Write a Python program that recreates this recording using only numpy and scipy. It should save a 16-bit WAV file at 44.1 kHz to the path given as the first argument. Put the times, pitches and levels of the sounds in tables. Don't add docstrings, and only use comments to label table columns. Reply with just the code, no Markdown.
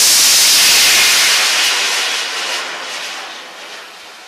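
import sys
import numpy as np
from scipy import signal
from scipy.fft import rfft, irfft
from scipy.io import wavfile
from scipy.ndimage import uniform_filter1d, map_coordinates

SR = 44100
rng = np.random.default_rng(int(sys.argv[2]) if len(sys.argv) > 2 else 0)


def pcm_store(signal):
    levels = np.round(np.clip(np.atleast_2d(signal), -1, 1) * 32767)
    wavfile.write(sys.argv[1], SR, levels.astype(np.int16).T)


N = 188467
TIME_S = np.arange(N) / SR
FRAME_S = np.arange(N // 256 + 5) * 256 / SR
BIN_HZ, PADDED_BIN_HZ = np.fft.rfftfreq(1024, 1 / SR), np.fft.rfftfreq(2 * N, 1 / SR)

# t/s, f/Hz, height/dB
SHOCK_CREST = [(0, 6300, 2.2), (.48, 4760, 1.8), (.62, 2700, 3.2), (1, 2080, 4), (1.3, 1570, 3.3),
               (1.7, 1450, 1.6)]
# f/Hz, gain/dB
MIC_RESPONSE = [(170, -10), (270, -8.8), (350, -7.6), (480, -6.2), (600, -6.4), (770, -4.4), (900, -6.2),
                (1050, -5), (1250, -6.9), (1450, -4.7), (2050, -2.7), (2900, -.9), (3400, -2.3),
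                (4400, -.1), (5200, 1.4), (6200, -1.1), (7900, -7.5), (9700, -9), (12500, -15.3)]
# t/s, half length/s, gain/dB, treble tilt/(dB/oct)
AIR_SWELLS = [(.78, .3, 1.2, 0), (1.2, .14, .3, 1.4), (1.496, .035, -0.2, 1.2), (1.66, 0.039, 1.6, 4.4),
              (1.97, .15, 2, 2.5), (2.185, 0.06, .7, 3), (2.28, .045, -1.7, 1.2), (2.39, .05, 2.9, 2.6),
              (2.54, .07, 4.9, 4), (2.934, 0.065, 4.3, 4.4), (3.05, 0.035, 2.5, 3.8), (3.14, .13, 4.1, 4),
              (3.36, .05, 1.5, 3), (3.62, .06, 2.4, 2.3), (3.75, .075, 3.1, 3.3), (3.98, .04, 1.2, 3),
              (4.23, 0.36, 3.4, 8.4)]
# t/s, half length/s,
# f/Hz, half width/Hz, gain/dB
NARROW_SURGES = [(.72, .17, 4950, 700, 2.8), (.72, .2, 2600, 130, 2.5), (0.996, 0.028, 2480, 110, 7.5),
                 (1.01, 0.022, 2174, 80, 9), (1.63, 0.08, 2980, 420, 4), (1.8, .16, 2500, 400, 1.8),
                 (2.05, .35, 485, 40, 4), (2.14, 0.09, 3350, 600, 3), (2.55, .15, 1060, 70, 3),
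                 (2.47, .11, 2750, 650, 1.5), (2.65, .4, 450, 200, 2.2), (2.7, 0.094, 1500, 600, 4.2),
                 (3.244, 0.07, 1080, 450, 5.5), (3.36, 0.08, 3700, 450, 5.5), (3.62, .035, 650, 220, 4),
                 (3.745, .04, 5500, 1500, 3), (3.8, .05, 1450, 350, 5), (3.926, 0.03, 755, 50, 9),
                 (4.05, .35, 4200, 800, 2.5), (4.2, .22, 750, 80, 5), (4.2, .22, 1380, 110, 3)]
# t/s, lag/ms
GROUND_DELAY = [(0, 6), (.4, 6.3), (1.1, 8.7), (1.5, 9.65), (2.04, 10.55), (2.55, 11.3), (2.9, 11.48),
                (3.6, 12.07), (4.27, 12.27)]
# t/s, level/dB
HISS_LEVEL = [(0.0, -56), (3.4, -51), (3.75, -47), (4.27, -52)]
# t/s, half length/s, lag/ms, gain/1
BODY_PATHS = [(1.05, .6, 2.82, .27), (2.1, .5, 2.74, .2), (2.35, .75, 2.06, .24), (3.1, .35, 2.68, .18),
              (3.6, .55, 1.62, .22), (3.95, .4, 2.18, .18)]
# onset t/s, envelope peak/dB
HAND_BUMPS = [(2.065, -58), (2.265, -57), (2.47, -54), (4.025, -50)]


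def gain_of(db):
    return 10 ** (np.asarray(db) / 20)


def unit_rms(x):
    return x / np.sqrt(np.mean(x ** 2) + 1e-20)


def bell(x, centre, half_width):
    return np.exp(-((x - centre) / half_width) ** 2)


def follow(table, t):
    times_s, *columns = np.transpose(table)
    return [np.interp(t, times_s, column) for column in columns]


def butter(x, hz, kind, order):
    return signal.sosfilt(signal.butter(order, hz, kind, fs=SR, output="sos"), x)


def flight(t, pad_m=60, accel_m_s2=76.3):
    height_m = accel_m_s2 * t ** 2 / 2
    range_m = np.hypot(pad_m, height_m)
    return range_m / pad_m, range_m - pad_m, height_m / (height_m + pad_m)


def propagation(t, side_db=-3.1, behind_db=-5.3, air_db_m=0.0163,
                side_db_oct=10.7, behind_db_oct=-12.8, air_db_oct_m=0.0116):
    range_ratio, added_m, overhead = flight(t)
    level_db = side_db - 20 * np.log10(range_ratio) + behind_db * overhead - air_db_m * added_m
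    tilt_db_oct = side_db_oct + behind_db_oct * overhead - air_db_oct_m * added_m
    for at_s, half_s, gain_db, bright_db_oct in AIR_SWELLS:
        swell = bell(t, at_s, half_s)
        level_db += gain_db * swell
        tilt_db_oct += bright_db_oct * swell
    hump_hz = 1450 / range_ratio ** 0.29
    return level_db, tilt_db_oct, hump_hz


def eddies(span_s, span_hz):
    field = rng.standard_normal((len(FRAME_S), len(BIN_HZ)))
    for axis, span in enumerate([span_s / FRAME_S[1], span_hz / BIN_HZ[1]]):
        field = uniform_filter1d(field, max(round(span), 1), axis=axis, mode="wrap")
    return unit_rms(field)


def scintillation_db(t, hz):
    twinkle_db = 0.8 * np.sqrt(t) * hz / (hz + 4500) * eddies(span_s=.04, span_hz=2950)
    flutter_db = .55 * eddies(span_s=.035, span_hz=4000)
    whistle_db = 1.2 * eddies(span_s=.07, span_hz=130)
    *_, overhead = flight(t)
    total_db = twinkle_db + overhead ** 2 * (flutter_db + whistle_db)
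    for at_s, half_s, centre_hz, half_hz, gain_db in NARROW_SURGES:
        total_db += gain_db * bell(t, at_s, half_s) * bell(hz, centre_hz, half_hz)
    return total_db


def jet_spectrum(t, hz, skirt=1.384, tilt_from_hz=2500, crest_oct=0.63, hollow_db=3.9, hollow_hz=3050):
    _, tilt_db_oct, hump_hz = propagation(t)
    *_, overhead = flight(t)
    crest_hz, crest_db = follow(SHOCK_CREST, t)
    mic_hz, mic_db = np.transpose(MIC_RESPONSE)
    colour_db = np.interp(np.log(hz), np.log(mic_hz), mic_db)
    colour_db = colour_db + tilt_db_oct * np.log2(1 + hz / tilt_from_hz)
    colour_db += crest_db * bell(np.log2(hz / crest_hz), 0, crest_oct)
    colour_db += hollow_db * overhead * bell(hz, hollow_hz, 950)
    shape = gain_of(colour_db) / np.sqrt((hz / hump_hz) ** skirt + (hump_hz / hz) ** skirt)
    return shape / np.linalg.norm(shape, axis=1, keepdims=True)


def jet():
    t, hz = FRAME_S[:, None], BIN_HZ + 1
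    magnitude = jet_spectrum(t, hz) * gain_of(scintillation_db(t, hz))
    real, imaginary = rng.standard_normal((2, *magnitude.shape))
    spectra = magnitude * (real + 1j * imaginary)
    _, rush = signal.istft(spectra.T, nperseg=1024, noverlap=768)
    level_db, *_ = propagation(TIME_S)
    return unit_rms(rush[:N]) * gain_of(level_db)


def reflection(x, lag_ms, dull_hz, thin_hz=0):
    treble_loss = 1 + (PADDED_BIN_HZ / dull_hz) ** 4
    bass_loss = 1 + (thin_hz / (PADDED_BIN_HZ + 1)) ** 4
    filtered = irfft(rfft(x, 2 * N) / treble_loss / bass_loss)[:N]
    return map_coordinates(filtered, [(TIME_S - lag_ms / 1000) * SR], order=3, mode="mirror")


def ground_reflection(direct, pad_gain=.22, overhead_gain=.8):
    *_, overhead = flight(TIME_S)
    lag_ms, = follow(GROUND_DELAY, TIME_S)
    gain = pad_gain + (overhead_gain - pad_gain) * overhead
    return gain * reflection(direct, lag_ms, dull_hz=2150)


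def hiss_and_breeze(breeze_db=-52, breeze_hz=260):
    fizz, air = rng.standard_normal((2, N))
    hiss_db, = follow(HISS_LEVEL, TIME_S)
    hiss = gain_of(hiss_db) * unit_rms(butter(fizz, 13400, "low", order=6))
    breeze = gain_of(breeze_db) * unit_rms(butter(air, breeze_hz, "low", order=2))
    return hiss + breeze


def body_reflections(direct):
    return sum(gain * bell(TIME_S, at_s, half_s) * reflection(direct, lag_ms, dull_hz=4000, thin_hz=620)
               for at_s, half_s, lag_ms, gain in BODY_PATHS)


def hand_bumps(bump_hz=85, rise_s=0.0089, rumble_db=-84, rumble_hz=110):
    onset_s, peak_db = np.transpose(HAND_BUMPS)[:, :, None]
    age_s = np.maximum(TIME_S - onset_s, 0)
    envelope = gain_of(peak_db) * age_s / rise_s * np.exp(1 - age_s / rise_s)
    pushes = envelope * np.sin(2 * np.pi * bump_hz * age_s)
    rumble = unit_rms(butter(rng.standard_normal(N), rumble_hz, "low", order=2))
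    return pushes.sum(0) + gain_of(rumble_db) * rumble


def scene(rush_trim_db=-0.71, bass_edge_hz=162, treble_edge_hz=12980):
    direct = jet()
    rush = direct + ground_reflection(direct) + body_reflections(direct)
    airborne = gain_of(rush_trim_db) * rush + hiss_and_breeze()
    airborne = butter(airborne, bass_edge_hz, "high", order=6)
    airborne = butter(airborne, treble_edge_hz, "low", order=14)
    mono = airborne + hand_bumps()
    return np.array([mono, mono])


def record(dry, clip_level=.44, bass_cut=0.58, shelf_hz=200, edge_hz=15150):
    clipped = np.clip(dry, -clip_level, clip_level)
    shelf = 1 - bass_cut / (1 + (PADDED_BIN_HZ / shelf_hz) ** 4)
    shelved = irfft(rfft(clipped, 2 * N) * shelf)[:, :N]
    return signal.sosfilt(signal.ellip(12, .1, 90, edge_hz, fs=SR, output="sos"), shelved)


dry = scene()
out = record(dry)
pcm_store(out)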